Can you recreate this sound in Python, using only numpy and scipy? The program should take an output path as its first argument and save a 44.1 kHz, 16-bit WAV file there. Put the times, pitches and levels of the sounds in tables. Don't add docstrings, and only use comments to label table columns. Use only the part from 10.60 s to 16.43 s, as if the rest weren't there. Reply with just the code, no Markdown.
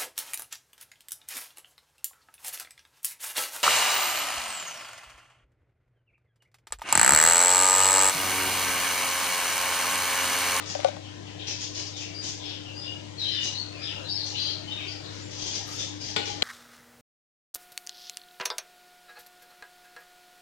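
import sys
import numpy as np
from scipy import signal
from scipy.fft import rfft, irfft, next_fast_len
from scipy.io import wavfile
from scipy.ndimage import uniform_filter1d, map_coordinates

SR = 44100
rng = np.random.default_rng(int(sys.argv[2]) if len(sys.argv) > 2 else 0)


def unload_wav(signal):
    wavfile.write(
        sys.argv[1],
        SR,
        np.round(np.clip(np.atleast_2d(signal).T, -1, 1) * 32767).astype(np.int16),
    )


N = 257103
RUN_UP_S = .02


def amp(db):
    return 10 ** (np.asarray(db) / 20)


def unit(x):
    return x / np.sqrt(np.mean(x ** 2) + 1e-20)


def along(points, hz):
    f, v = np.transpose(points)
    return np.interp(np.log(hz + 1e-3), np.log(f), v)


def level(curve):
    return amp(np.interp(np.arange(N) / SR, *np.transpose(curve)))


def wobble(rate, size):
    knots = rng.standard_normal(int(size * rate / SR) + 4)
    return map_coordinates(knots, [np.arange(size) * rate / SR])


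def filtered(x, response):
    size = x.shape[-1]
    m = next_fast_len(size + 8192)
    return irfft(rfft(x, m) * response(np.fft.rfftfreq(m, 1 / SR)), m)[..., :size]


def noise(colour, size, centre=1):
    return unit(filtered(rng.standard_normal(size), lambda hz: amp(along(colour, hz / centre))))


def add(track, s, sound):
    start = round(s * SR)
    part = sound[..., :max(N - start, 0)]
    track[..., start:start + part.shape[-1]] += part


def ring(modes, t, scatter_db, pitch=1, damping=1):
    total = 0
    for k, (hz, db, t60) in enumerate(modes):
        mode_db = db + scatter_db * rng.standard_normal() - 60 * damping * t / t60
        total = total + (-1) ** k * amp(mode_db) * np.sin(2 * np.pi * hz * pitch * t)
    return total


def in_room(x, direct_db, wet_db):
    # (frequency [Hz], t60 [s])
    wall_t60 = [(200, 0.32), (1000, 0.36), (3000, 0.53), (5000, 0.51), (8000, 0.45), (14000, 0.27)]
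    hz, t, z = signal.stft(rng.standard_normal((2, SR // 2)), SR, nperseg=256)
    decay = amp(-60 * t / along(wall_t60, hz)[:, None])
    tail = signal.istft(z * decay, SR, nperseg=256)[1]
    tail *= np.clip(np.arange(tail.shape[1]) / SR / 0.00092, 0, 1)
    response = amp(wet_db) * tail / np.linalg.norm(tail[0])
    response[:, 0] += amp(direct_db)
    return signal.fftconvolve(x[None], response, axes=1)


def pour():
    # (time [s], level [dB], splat relative to it [dB])
    glugs = [(.151, -22.5, -8), (0.1904, -27, -16), (0.2024, -41.5, 11.5), (.231, -32, -3),
             (.246, -11, -10), (0.2853, -23, -8.5), (.367, -32.5, -5)]
    # (frequency [Hz], level [dB], t60 [s])
    pocket_modes = [(550, 2.5, 0.057), (729, -4.5, 0.058), (883, -21.5, .08), (1145, -27, 0.087),
                    (1490, -22, 0.091)]
    # (frequency [Hz], level [dB])
    splat_colour = [(200, -20), (420, -13.5), (600, -8.5), (1200, -8), (2200, -6.5), (4000, -7.5),
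                    (6500, -14), (9000, -19.5), (12000, -51), (15000, -22)]
    # (time [s], level [dB])
    rush_level = [(0, -40.5), (.12, -50), (.28, -41), (.36, -85), (.5, -132), (.9, -84)]
    full_lump_db, pitch_rise, damping_rise = -11, .004, .03
    pocket_highpass = signal.butter(8, 510, "high", fs=SR, output="sos")

    out, t = np.zeros((2, N)), np.arange(SR // 4) / SR
    for s, db, splat_db in glugs:
        smaller_db = full_lump_db - db
        pitch, damping = 1 + pitch_rise * smaller_db, 1 + damping_rise * smaller_db
        pocket = ring(pocket_modes, t, scatter_db=1, pitch=pitch, damping=damping)
        pocket *= (1 - np.exp(-t / 0.0008)) ** 2
        pocket = signal.sosfilt(pocket_highpass, pocket)
        splat = noise(splat_colour, len(t)) * amp(splat_db - 60 * t / 0.018)
        add(out, s, in_room(amp(db) * (pocket + splat), direct_db=0.5, wet_db=-13.5))
    uneven = unit(noise(splat_colour, N) * amp(2.6 * wobble(303, N)))
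    add(out, 0, in_room(level(rush_level) * uneven, direct_db=-1, wet_db=-1.5))
    return out * amp([[1], [-2]])


def bird():
    # (time [s], length [s], pitch [Hz], level [dB], share it starts flat)
    whistles = [(1.535, 0.06, 4930, -40, 0.07), (1.836, 0.023, 5300, -42.5, 0),
                (2.145, 0.081, 4990, -40.5, 0.071), (2.208, 0.028, 3605, -46, 0),
                (2.24, 0.07, 2884, -39.5, 0.047), (2.94, 0.043, 4390, -32.5, 0.045),
                (2.942, 0.031, 3950, -39.5, 0.024), (3.186, 0.077, 5087, -40.5, .07),
                (3.346, 0.022, 2780, -39.5, 0.00022), (3.439, .02, 4070, -40.5, 0),
                (3.457, 0.028, 3920, -38, 0.065), (3.475, 0.047, 4650, -34, 0.049),
                (3.49, 0.037, 5180, -31, 0.043), (3.739, 0.014, 2933, -32, 0.012),
                (3.785, 0.085, 4723, -35, 0.013), (3.79, 0.072, 6370, -48.5, 0.025),
                (4.108, 0.024, 3715, -32.5, 0.025), (4.612, 0.021, 7440, -44, 0.063)]
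    # (time [s], length [s], first pitch [Hz], last pitch [Hz], flutter [Hz], level [dB])
    slurs = [(0.422, 0.05, 3200, 3000, 232, -48), (0.652, 0.036, 3180, 3030, 280, -47),
             (0.779, 0.045, 3134, 3310, 400, -40.5), (0.845, .09, 2865, 2570, 203, -46),
             (1.326, 0.0584, 3780, 3620, 180, -45), (1.366, 0.086, 3003, 2630, 284, -44.5),
             (1.465, 0.056, 2440, 2286, 120, -52), (1.794, 0.17, 3547, 3220, 432, -42.5),
             (2.037, 0.056, 3080, 2764, 172, -43.5), (2.218, 0.045, 3530, 3300, 350, -44),
             (2.58, 0.057, 4280, 3744, 135, -30.5), (2.648, 0.047, 3970, 4090, 110, -34.5),
             (2.636, .09, 3207, 2965, 189, -34.5), (2.7, 0.085, 5100, 4710, 280, -42.5),
             (2.707, .1, 1890, 1958, 258, -46), (2.716, 0.074, 3690, 3610, 140, -37.5),
             (2.745, 0.094, 2993, 2845, 99, -35), (2.819, .055, 3780, 3830, 200, -41),
             (3.116, 0.11, 2663, 2356, 154, -48.5), (3.213, 0.099, 3726, 3050, 352, -37.5),
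             (3.55, 0.091, 4577, 4320, 284, -35.5), (3.751, 0.15, 3354, 3125, 280, -41),
             (3.744, 0.16, 3950, 4303, 230, -34.5), (4.069, 0.053, 3027, 2966, 150, -39.5),
             (4.16, 0.12, 3310, 2897, 420, -43), (4.171, .04, 2616, 2376, 160, -41),
             (4.267, 0.05, 4600, 4920, 330, -38.5), (4.431, 0.03, 4100, 3990, 346, -42.5),
             (4.763, 0.16, 3300, 3424, 300, -46), (5.172, 0.038, 3597, 3500, 192, -35),
             (5.39, 0.037, 5070, 4910, 258, -40.5)]
    # (time [s], length [s], level [dB], centre [Hz])
    rasps = [(0.048, 0.063, -34, 5950), (0.858, 0.049, -32, 5390), (0.986, 0.053, -34.5, 5670),
             (1.133, 0.064, -33, 5640), (1.246, 0.02, -42.5, 5670), (1.351, 0.062, -38.5, 5700),
             (1.609, 0.082, -33, 5950), (1.833, 0.059, -43, 4870), (2.805, 0.058, -30.5, 5670),
             (3.634, 0.072, -37.5, 5600), (4.238, 0.084, -52, 5670), (4.495, 0.112, -46.5, 5470),
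             (4.692, 0.068, -39, 5500), (4.77, 0.111, -36, 5730), (4.898, 0.074, -33.5, 5650),
             (5.066, 0.06, -39.5, 5660), (5.121, 0.11, -36.5, 5850), (5.394, .1, -37.5, 5480),
             (5.637, 0.066, -38, 5600)]
    scoop_s = 0.0301
    easy_db, easy_flutter_hz, strain_hz_per_db = -42.5, 72, 8
    slur_rasp_db, slur_rasp_hz = -9, 4940

    out, t = np.zeros((2, N)), note_time()
    for s, length, hz, db, flat in whistles:
        scoop = 1 - flat * np.exp(-np.maximum(t, 0) / scoop_s)
        flutter_hz = easy_flutter_hz + strain_hz_per_db * max(db - easy_db, 0)
        add(out, s - RUN_UP_S, amp(db) * tone(hz * scoop, flutter_hz, length))
    for s, length, first_hz, last_hz, flutter_hz, db in slurs:
        pitch_hz = np.interp(t, [0, length], [first_hz, last_hz])
        slur = tone(pitch_hz, flutter_hz, length)
        hoarse = slur + amp(slur_rasp_db) * rasp(slur_rasp_hz, length)
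        add(out, s - RUN_UP_S, amp(db) * hoarse)
    for s, length, db, centre_hz in rasps:
        add(out, s - RUN_UP_S, amp(db) * rasp(centre_hz, length))
    return out


def note_time():
    return np.arange(SR // 3) / SR - RUN_UP_S


def swell(t, length, rise, fall):
    opening = np.clip(t / rise + .5, 0, 1)
    closing = np.clip((length - t) / fall + 1, 0, 1)
    return np.sin(np.pi / 2 * opening * closing) ** 2


def tone(pitch_hz, flutter_hz, length):
    t = note_time()
    quaver = .9 * wobble(1300, len(t)) + .3 * wobble(120, len(t))
    phase = 2 * np.pi * np.cumsum(pitch_hz + flutter_hz * quaver) / SR
    wave = np.sin(phase) + amp(-32.5) * np.sin(2 * phase)
    note = unit(wave * amp(2 * wobble(160, len(t))))
    return in_room(note * swell(t - .007, length, rise=0.041, fall=0.0039), direct_db=-3.5, wet_db=2.0)


def rasp(centre_hz, length):
    # (frequency [multiple of its centre], level [dB])
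    rasp_colour = [(.1, -10), (.24, -22), (.36, -13), (.46, -8), (.56, -3), (.67, -5.5), (.88, 1),
                   (1.12, 0.5), (1.3, -11), (1.6, -25), (2.1, -36), (2.6, -26.5)]
    t = note_time()
    grain = amp(4.05 * wobble(256.0, len(t)))
    burst = unit(grain * noise(rasp_colour, len(t), centre_hz))
    return in_room(burst * swell(t - .008, length, rise=0.025, fall=0.0088), direct_db=-6.0, wet_db=1.0)


def knocks():
    # (time [s], level [dB], crack relative to it [dB], contact time [s])
    blows = [(5.5622, -24, 9, 0.00069), (5.5655, -30, 8, .0005), (5.5985, -38, 5, .0005),
             (5.675, -38, 13, 0.0011), (5.692, -42, 5, 0.0023), (5.765, -47, 8, .003),
             (5.8217, -22.5, 10.5, 0.0005)]
    # (frequency [Hz], relative level [dB], t60 [s])
    ware_modes = [(363, -8.5, 0.1), (442, 3, 0.14), (1140, -21, .17), (1476, -2, .13), (2342, -10, 0.26),
                  (2853, -2, 0.33), (2955, -5, .3), (3300, -5, .1), (3680, -16, .1), (4130, -1, 0.12),
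                  (4410, 0, 0.049)]
    # (frequency [Hz], level [dB])
    crack_colour = [(40, -47), (150, -2), (500, -10.5), (900, -7.5), (1400, -18), (1950, -5), (2800, -3),
                    (3400, 2), (4400, -2), (5100, -10), (6200, -21), (7400, -11), (9000, -31), (15000, -31)]
    # (time [s], level [dB])
    pot_jolts = [(5.563, -43), (5.585, -33.5), (5.697, -38)]
    # (frequency [Hz], level [dB], t60 [s])
    pot_modes = [(822, 0, .3), (850, -19, .16)]
    crack_t60_s = 0.041

    out, t = np.zeros((2, N)), np.arange(SR // 2) / SR
    for s, db, crack_db, contact_s in blows:
        blow = amp(db) * (1 - np.exp(-t / contact_s))
        crack = noise(crack_colour, len(t)) * amp(crack_db - 60 * t / crack_t60_s)
        body = .5 * ring(ware_modes, t, scatter_db=1.5)
        add(out, s, in_room(blow * crack, direct_db=-0.5, wet_db=-1.5))
        add(out, s, in_room(blow * body, direct_db=0.5, wet_db=-3.5))
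    for s, db in pot_jolts:
        song = ring(pot_modes, t, scatter_db=1) * (1 - np.exp(-t / .002))
        song *= amp(2 * wobble(90, len(t)))
        add(out, s, in_room(amp(db) * song, direct_db=2.5, wet_db=-8.5))
    return out


def rustle():
    # (time [s], level [dB])
    rustle_level = [(0, -47.5), (.6, -61.5), (1.1, -56.5), (2.7, -56.5), (3.1, -56), (3.41, -46.5),
                    (3.55, -52), (4.2, -50.5), (4.9, -54.5), (5.1, -47), (5.3, -53.5), (5.83, -49)]
    # (frequency [Hz], level [dB])
    rustle_colour = [(250, -20), (500, 3), (720, -5), (820, 5.5), (950, -5), (1250, 0.5), (1550, -2.5),
                     (1850, -0.5), (2600, -16), (4000, -22.5)]
    # (time [s], level [dB])
    fizz_level = [(5, -110), (5.08, -43), (5.17, -49), (5.26, -73), (5.4, -110)]
    # (frequency [Hz], level [dB])
    fizz_colour = [(5000, -28), (8500, -8), (10500, -17), (12500, -4), (15000, -12)]
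    soft = np.array([noise(rustle_colour, N) for port in range(2)])
    fizz = np.array([unit(noise(fizz_colour, N) * amp(2.5 * wobble(200, N))) for port in range(2)])
    return level(rustle_level) * soft + level(fizz_level) * fizz


def air():
    # (frequency [Hz], level [dB])
    air_colour = [(20, -35), (40, -22), (70, -14.5), (135, -7.5), (230, -17.5), (350, -13.5), (450, -15.5),
                  (620, -16), (900, -23), (1000, -18.5), (1200, -35.5), (1600, -22), (2200, -22.5),
                  (3200, -20.5), (6400, -24.5), (8000, -31.5), (11000, -55)]
    # (frequency [Hz], correlation [-1 to 1])
    likeness = [(60, 0.2), (300, 1), (600, 0.8), (1200, 0.055), (4000, 0.014)]

    def turn(hz):
        return np.arccos(np.clip(along(likeness, hz), -1, 1)) / 2

    mid = filtered(noise(air_colour, N), lambda hz: np.cos(turn(hz)))
    side = filtered(noise(air_colour, N), lambda hz: np.sin(turn(hz)))
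    return amp(-45.0 + 0.7 * wobble(4.03, N)) * np.array([mid + side, mid - side])


def patchy(x):
    # (frequency [Hz], depth [dB])
    patch_depth = [(150, 1), (500, 3), (1000, 5), (1800, 5), (3000, 2.5), (8000, 2)]
    hz, t, z = signal.stft(x, SR, nperseg=1024)
    field = uniform_filter1d(rng.standard_normal(z.shape[1:]), size=3, axis=0)
    field = uniform_filter1d(field, size=8, axis=1)
    gain = amp(along(patch_depth, hz)[:, None] * np.minimum(unit(field), 1))
    gain /= np.sqrt(np.mean(gain ** 2, axis=1, keepdims=True))
    return signal.istft(z * gain, nperseg=1024)[1][:, :N]


def background():
    # (frequency [Hz], rms level ahead of the ports' colour [dB], waver [dB])
    hum_tones = [(99.8, -45.5, -0.3), (126.8, -64.5, 3), (189.5, -65, 3), (298.8, -53, 1.83)]
    t = np.arange(N) / SR
    hum = 0
    for hz, db, waver_db in hum_tones:
        gain = np.sqrt(2) * amp(db + waver_db * wobble(18, N))
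        hum = hum + gain * np.sin(2 * np.pi * hz * t + 0.08 * wobble(3.6, N))
    hiss = amp(-71) * rng.standard_normal((2, N))
    return hum + hiss


def scene():
    return pour() + bird() + knocks() + patchy(rustle() + air()) + background()


def record(dry):
    # (frequency [Hz], gain [dB])
    left_port = [(100, 2), (300, 6.5), (550, 5), (2500, 1.5), (4500, 2), (7000, 0), (7600, -10),
                 (8300, -24), (9500, -30), (11000, -4), (15000, -19)]
    # (frequency [Hz], gain [dB])
    right_port = [(100, -5.5), (300, 0), (550, -5), (2500, -5.5), (4500, -10), (7000, -1.5), (9000, 1.5),
                  (15000, -17.5)]
    lead_s, top_hz = .00086, 15500

    def ports(hz):
        half_lead = np.exp(1j * np.pi * hz * lead_s)
        left = amp(along(left_port, hz)) * half_lead
        right = amp(along(right_port, hz)) / half_lead
        return np.array([left, right]) * (hz < top_hz)

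    return filtered(dry, ports)


dry = scene()
out = record(dry)
unload_wav(out)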